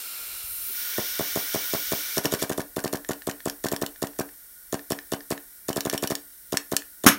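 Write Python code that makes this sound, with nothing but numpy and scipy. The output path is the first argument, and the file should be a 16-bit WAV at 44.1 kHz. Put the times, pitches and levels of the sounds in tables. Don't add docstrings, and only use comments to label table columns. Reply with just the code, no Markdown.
import sys
import numpy as np
from scipy import signal
from scipy.fft import rfft, irfft, next_fast_len
from scipy.io import wavfile
from scipy.ndimage import uniform_filter1d

SR = 44100
rng = np.random.default_rng(int(sys.argv[2]) if len(sys.argv) > 2 else 0)


def wav_record(signal):
    frames = np.transpose(np.atleast_2d(signal))
    bounded = np.clip(frames, -1, 1)
    quanta = np.round(bounded * 32767).astype(np.int16)
    wavfile.write(sys.argv[1], SR, quanta)


N = 316638

# pitch_hz, width_hz, boost_db
SEAL_CAVITIES = [(1454, 120, 13), (2321, 40, 12), (3700, 910, 3), (5550, 490, 6), (8500, 150, 7.5),
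                 (11400, 500, 7), (13900, 900, 3)]
# start_s, front_stop_strike_db, rear_stop_strike_db
BOLT_CYCLES = [(0.9844, -36, -42), (1.1966, -36, -42), (1.3609, -27, -42), (1.547, -22, -42),
               (1.7367, -21.5, -42), (1.9215, -22, -39), (2.1733, -30, -42), (2.25, -34, -52),
               (2.3263, -27, -27.5), (2.4243, -19, -40), (2.5008, -30, -31), (2.5826, -31.5, -31),
               (2.7688, -28, -31), (2.8452, -25.5, -35), (2.9335, -23.5, -30), (3.0947, -31, -29.5),
               (3.2754, -29, -28), (3.461, -30, -30), (3.645, -24, -26), (3.7215, -22, -38),
               (3.8206, -21, -41), (4.0253, -21.5, -37), (4.1935, -21.5, -35.5), (4.7308, -31, -38),
               (4.9087, -26, -34), (5.1244, -27.5, -38), (5.3098, -26, -37), (5.6893, -22, -41),
               (5.7657, -22, -42), (5.857, -25, -44), (5.9335, -25, -37), (6.03, -25, -44),
               (6.1068, -23.5, -46), (6.5282, -25, -37), (6.7221, -23.5, -39), (7.0427, -24, -31)]
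CYCLE_S = np.array(BOLT_CYCLES)[:, 0]
BLAST_S = 7.064
SCATTER_DB = 3


def undb(db):
    return 10 ** (np.asarray(db) / 20)


def unit(x):
    return x / np.sqrt(np.mean(x ** 2))


def fade(t, t60):
    return np.exp(-np.log(1000) * t / t60)


def curve(t, points):
    return np.interp(t, *np.transpose(points))


def add(out, s, x):
    i = int(s * SR)
    out[i:i + len(x)] += x[:N - i]


def walk(rate):
    k = int(SR / rate)
    steps = np.repeat(rng.standard_normal(N // k + 1), k)
    return 0.39 * uniform_filter1d(uniform_filter1d(steps, k), k)[:N]


def coloured(points, peaks=(), lo_hz=0, hi_hz=SR):
    n = next_fast_len(N)
    f = np.arange(1, n // 2 + 2) * SR / n
    point_hz, point_db = np.transpose(points)
    db = np.interp(np.log(f), np.log(point_hz), point_db)
    db = db + sum(d / (1 + (2 * (f - hz) / w) ** 2) for hz, w, d in peaks)
    edges = 1 / np.sqrt((1 + (lo_hz / f) ** 30) * (1 + (f / hi_hz) ** 30))
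    return unit(irfft(rfft(rng.standard_normal(n)) * undb(db) * edges, n)[:N])


def ring(modes, length, scatter_db=0., rise=0.000063):
    t = np.arange(int(length * SR)) / SR
    chance = rng.standard_normal((len(modes), 2))
    out = np.zeros(len(t))
    for (hz, db, t60), (level, pitch) in zip(modes, chance):
        detune = 1 + .002 * scatter_db * pitch
        out += undb(db + scatter_db * level) * fade(t, t60) * np.sin(2 * np.pi * hz * detune * t)
    return out * (1 - np.exp(-(t / rise) ** 2))


def burst(hz, width, t60):
    t = np.arange(int(.03 * SR)) / SR
    b, a = signal.iirpeak(hz, hz / width, SR)
    shape = (1 - np.exp(-(t / 0.00015) ** 2)) * fade(t, t60)
    noise = signal.lfilter(b, a, signal.lfilter(b, a, rng.standard_normal(len(t))))
    return unit(noise) * shape / shape.max()


def clack(db, hz, t60=0.012, share=1.74):
    # pitch_hz, level_db, t60_s
    frame_modes = [(1750, -15, 0.021), (3000, -17, 0.015), (4510, -15, 0.013), (5540, -13, 0.028),
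                   (7520, -18.5, 0.018), (9640, -23, 0.0088)]
    return undb(db) * (burst(hz, 2.28 * hz, t60) + share * ring(frame_modes, .03, scatter_db=SCATTER_DB))


def puff(suck_ms, push_ms):
    suck, push = np.hanning(int(suck_ms * SR / 1000)), np.hanning(int(push_ms * SR / 1000))
    x, k = np.zeros(600), int(0.91 * len(suck))
    x[:len(suck)] -= suck
    x[k:k + len(push)] += push * suck.sum() / push.sum()
    return x + undb(-12) * np.roll(x, int(.0029 * SR))


def room_echo(puffs, hits):
    room_t60_s, treble_t60_s, room_db = 0.25, 0.16, -11.5
    wall_ms, wall_db = 7.6, -19.5
    u = np.arange(int(.35 * SR)) / SR
    wash = signal.lfilter(*signal.butter(2, 320, "high", fs=SR), rng.standard_normal(len(u)))
    low = signal.lfilter(*signal.butter(1, 1600, fs=SR), wash)
    tail = low * fade(u, room_t60_s) + 0.57 * (wash - low) * fade(u, treble_t60_s)
    tail = tail * (1 - np.exp(-(u / 0.0028) ** 2))
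    tail = undb(room_db) * tail / np.sqrt(np.sum(tail ** 2))
    late_hits = np.roll(hits, int(wall_ms * SR / 1000))
    wall = undb(wall_db) * signal.lfilter(*signal.butter(1, 7000, fs=SR), late_hits)
    return wall + signal.fftconvolve(puffs + undb(-0.5) * hits, tail)[:N]


def bench_ring(puffs):
    # pitch_hz, level_db, t60_s
    bench_modes = [(158, -29, .15), (219, -30, .22), (286, -21, .24), (362, -33, .16), (452, -36, .14),
                   (532, -35, .14), (593, -30, .17), (680, -40, .12), (975, -41, .1), (1300, -37, .1)]
    return undb(-34) * signal.fftconvolve(puffs, ring(bench_modes, .35, 0., 0.012))[:N]


def room_rumble(t):
    # time_s, level_db
    rumble_level = [(0, -53), (.3, -42), (.55, -39), (.75, -45), (1.0, -43), (7.18, -51.5)]
    spectrum = [(10, 14.5), (22, 28.5), (50, 18.5), (110, -7.5), (200, -23.0)]  # pitch_hz, level_db
    return undb(curve(t, rumble_level) + 1.8 * walk(2.7)) * coloured(spectrum)


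def seep():
    # pitch_hz, level_db
    seep_spectrum = [(88, -51), (150, -17.5), (1160, -27.5), (1490, -20.5), (2000, -17.5), (2330, -35),
                     (2950, -48), (3790, -26.5), (7350, -20), (8590, -13.5), (10000, -12.5), (11100, -13.5),
                     (15700, -8.5)]
    return undb(-44.5 + 0.4 * walk(5.17)) * coloured(seep_spectrum, SEAL_CAVITIES)


def seal(t):
    chatter_from_s, seated_s = 2.17, 2.42
    press_s, shut_s, spring_s, open_s = 0.016, .037, 0.073, 0.063
    open_db, shut_db, crept_db = -2, -9, -10
    # since_stroke_s, leak_change_db
    seating_curve = [(.016, -0.5), (.031, -13), (.176, -23), (.256, -28.5)]
    seating_stroke_s = CYCLE_S[CYCLE_S > seated_s][0]
    s = CYCLE_S[(CYCLE_S > chatter_from_s) & (CYCLE_S <= seating_stroke_s)]
    since = t - s[np.maximum(np.searchsorted(s, t) - 1, 0)]
    chatter = np.interp(since, (press_s, shut_s, spring_s, open_s), (open_db, shut_db, crept_db, open_db))
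    before_seating = np.where(t > s[0] + press_s, chatter, 0)
    db = np.where(t > s[-1], curve(since, seating_curve), before_seating)
    return uniform_filter1d(db, int(.006 * SR))


def leak_jet(t):
    # pitch_hz, level_db
    jet_spectrum = [(88, -83), (150, -21.5), (405, -12), (881, -13), (1490, -4.5), (1680, -1), (2290, 0),
                    (2570, -9.5), (3000, -8), (4180, -10.5), (5600, -8.5), (7490, -4), (12700, 1.5),
                    (14000, 14.5), (15700, 16)]
    # pitch_hz, width_hz, boost_db
    side_cavities = [(1390, 160, 12.5), (1850, 840, -10.5), (2445, 86, 10), (2730, 360, 11),
                     (4100, 950, 10), (5370, 490, 7), (7430, 470, 9), (8500, 350, 6.5), (9500, 450, 5),
                     (11000, 300, -3), (12600, 400, 3), (14000, 800, -1)]
    # time_s, share_of_turn (0-1)
    turn_path = [(.41, 0.03), (.51, .48), (.62, 0.58), (.7, 0.63), (.81, .94), (.95, 1)]
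    # from_hz, to_hz, sideways_db, half_turned_db, facing_db
    jet_ranges = [(0, 2430, -48, -53, -41.5), (2676, 6450, -43, -47.5, -37),
                  (5900, 9600, -46.5, -48, -42.5), (9040, 13030, -39, -35, -36)]
    # time_s, level_db
    treble_level = [(0, -39), (.4, -44), (.5, -40), (.7, -29), (.8, -30), (1.9, -28), (2.05, -31),
                    (2.17, -34.5), (2.26, -41)]
    treble_hz = 13200
    seal_db = seal(t) + 0.15 * walk(22)
    turn = np.clip(curve(t, turn_path), 0, 1)
    facing = np.clip(2 * turn - 1, 0, 1)
    ranges = [(lo, hi, np.interp(turn, (0, .5, 1), db)) for lo, hi, *db in jet_ranges]
    ranges.append((treble_hz, SR, curve(t, treble_level)))
    jet = np.zeros(N)
    for lo, hi, db in ranges:
        front = np.sqrt(facing) * coloured(jet_spectrum, SEAL_CAVITIES, lo, hi)
        side = np.sqrt(1 - facing) * coloured(jet_spectrum, side_cavities, lo, hi)
        jet += undb(db + seal_db + 2.1 * walk(20)) * (front + side)
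    return jet


def handling_thuds(out):
    # start_s, level_db, pitch_hz
    thud_list = [(.345, -35, 30), (.436, -29, 45), (0.529, -31, 33), (.635, -37, 30), (.69, -48, 261),
                 (0.691, -46.5, 398)]
    for s, db, hz in thud_list:
        add(out, s, undb(db) * ring([(hz, 0, .14)], .2, 0., 0.006))


def switch_release(out):
    # start_s, level_db
    release_list = [(3.0474, -31), (3.22, -33), (3.4042, -35), (3.96, -39), (4.134, -45), (4.163, -46),
                    (4.29, -39.5), (4.793, -32.5), (4.9885, -27), (5.2065, -33), (5.3777, -31),
                    (5.913, -31), (6.8207, -30)]
    modes = [(1770, 0, .02)]  # pitch_hz, level_db, t60_s
    for s, db in release_list:
        add(out, s - .006, undb(db - 11.0) * ring(modes, .03, 0., 0.0015))
        add(out, s, undb(db) * (ring(modes, .03) + 0.53 * burst(3700, 4400, 0.0092)))


def loose_clacks(out):
    # start_s, level_db, brightest_hz
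    clack_list = [(0.531, -35, 11400), (2.1797, -15, 8700), (2.255, -14, 8950), (2.3379, -17.5, 7300),
                  (2.531, -28.5, 6500), (2.616, -31, 8600), (2.8025, -32, 7700), (2.8776, -25, 7550),
                  (2.9712, -31.5, 8200), (3.1113, -32, 8020), (3.1327, -29.5, 7230), (3.312, -26.5, 7400),
                  (3.498, -23, 6900), (3.6853, -24, 6600), (3.7632, -23, 7200), (3.8631, -22, 7450),
                  (4.0699, -28, 7400), (4.742, -26, 4150), (4.9197, -20, 6600), (5.1347, -25.5, 5330),
                  (5.318, -26, 5000), (5.7297, -26.5, 8800), (5.773, -26.5, 3600), (5.8068, -18.5, 6800),
                  (5.898, -18.5, 7200), (5.9411, -23.5, 5150), (5.9777, -19, 7000), (6.0374, -19.5, 4000),
                  (6.0739, -18.5, 7100), (6.1147, -24, 5150), (6.1529, -19.5, 6900), (6.5714, -12.5, 5060),
                  (6.5794, -33, 5700), (6.766, -9.5, 4970), (7.088, -9, 6200)]
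    for s, db, hz in clack_list:
        add(out, s, clack(db, hz))


def bolt_metal(out, back_s):
    # pitch_hz, level_db, t60_s
    solenoid_modes = [(1800, -14, 0.04), (3565, -14, 0.025), (6810, 3.5, 0.0065), (7930, -1.5, 0.0071),
                      (9630, -2, 0.007), (12230, -1.5, 0.005), (14500, -12, .014)]
    front_ms, front_hz, rear_ms, rear_hz = 2.8, 7440, 21.6, 5660
    turning_ms, turning_db, turning_hz = 15.2, -36, 8500
    slop_ms, tick_db = .7, -19.5
    chance = rng.standard_normal((len(BOLT_CYCLES), 4))
    for (s, front_db, rear_db), back, (a, b, c, d) in zip(BOLT_CYCLES, back_s, chance):
        add(out, s - .0095, undb(-51.5) * burst(5500, 7000, 0.07))
        tick = ring(solenoid_modes, .03, scatter_db=SCATTER_DB, rise=0.00096)
        add(out, s - .0057, undb(tick_db) * (tick + 0.37 * burst(9100, 15300, 0.027)))
        add(out, s + (front_ms + slop_ms * a) / 1000, clack(front_db, front_hz, 0.015, 1.1))
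        turning = clack(turning_db + SCATTER_DB * d, turning_hz, 0.039, 0.34)
        add(out, s + (turning_ms + slop_ms * b) / 1000, turning)
        rear = clack(rear_db, rear_hz, 0.026, 0.34) + undb(rear_db - 1) * burst(1650, 330, 0.03)
        add(out, s + (rear_ms + slop_ms * c) / 1000, rear)
        add(out, back + 0.0038, undb(-31.5) * burst(1534, 770, 0.03))


def metal(back_s):
    out = np.zeros(N)
    handling_thuds(out)
    switch_release(out)
    loose_clacks(out)
    bolt_metal(out, back_s)
    return out


def returns():
    wait_leaking_ms, wait_sealed_ms, wait_grows_s = 12.1, 13.3, (1.61, 3.48)
    repeat_s, repeat_ms = .08, .25
    short_strokes = {0: (8.3, -14)}
    wait_ms = np.interp(CYCLE_S, wait_grows_s, (wait_leaking_ms, wait_sealed_ms))
    wait_ms = wait_ms + repeat_ms * (np.diff(CYCLE_S, prepend=0) < repeat_s)
    db = -13 + .6 * rng.standard_normal(len(CYCLE_S))
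    for k, (short_ms, short_db) in short_strokes.items():
        wait_ms[k], db[k] = short_ms, short_db
    return CYCLE_S + wait_ms / 1000, db


def air(back_s, back_db):
    # start_s, level_db
    pop_list = [(2.1799, -22), (2.256, -14.5), (2.3378, -11.5)]
    out, lead_s, forward_db = np.zeros(N), .00065, -13.5
    for s, back, db in zip(CYCLE_S, back_s, back_db):
        add(out, s - lead_s, undb(forward_db) * puff(1.067, 1.414))
        add(out, back - lead_s, undb(db) * puff(1.185, 3.51))
    for s, db in pop_list:
        add(out, s, undb(db) * puff(1.25, 1.7))
    add(out, BLAST_S, undb(-1.0) * puff(1.96, 2.2))
    add(out, BLAST_S + 0.0038, undb(-8.0) * puff(1.9, 2.9))
    return out


def blast(t):
    # pitch_hz, level_db
    blast_spectrum = [(110, -14.5), (190, -3), (307, -10.5), (478, -12.5), (788, -16), (1300, -2),
                      (1420, -6.5), (2340, -9.5), (2520, -13), (3090, -14), (4900, -23), (5480, -8.5),
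                      (6010, -20), (6470, -16), (15700, -21)]
    # pitch_hz, width_hz, boost_db
    barrel_peaks = [(1920, 230, -3.5), (6440, 350, 10), (9400, 630, 6), (11300, 400, 8), (11900, 400, 9),
                    (7700, 900, -8), (14100, 500, 9)]
    low_t60_s, high_t60_s = 0.2, 0.17
    after = np.maximum(t - BLAST_S, 0)
    low = fade(after, low_t60_s) * coloured(blast_spectrum, barrel_peaks, 0, 5100)
    high = undb(-1.5) * fade(after, high_t60_s) * coloured(blast_spectrum, barrel_peaks, 5000, SR)
    return undb(-7.5 + 1.6 * walk(240)) * (after > 0) * (low + high)


def scene():
    t = np.arange(N) / SR
    back_s, back_db = returns()
    puffs, hits = air(back_s, back_db), metal(back_s)
    leak = leak_jet(t) + seep() + room_rumble(t)
    echoes = room_echo(puffs, hits) + bench_ring(puffs)
    mono = leak + puffs + hits + echoes + blast(t)
    return np.array([mono, mono])


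def record(dry):
    top_hz = 15750
    dry = signal.lfilter(*signal.butter(2, 100, "high", fs=SR), dry)
    top_cut = signal.ellip(10, .2, 80, top_hz, fs=SR, output="sos")
    return signal.sosfilt(top_cut, np.clip(dry, -.9, .9))


dry = scene()
out = record(dry)
wav_record(out)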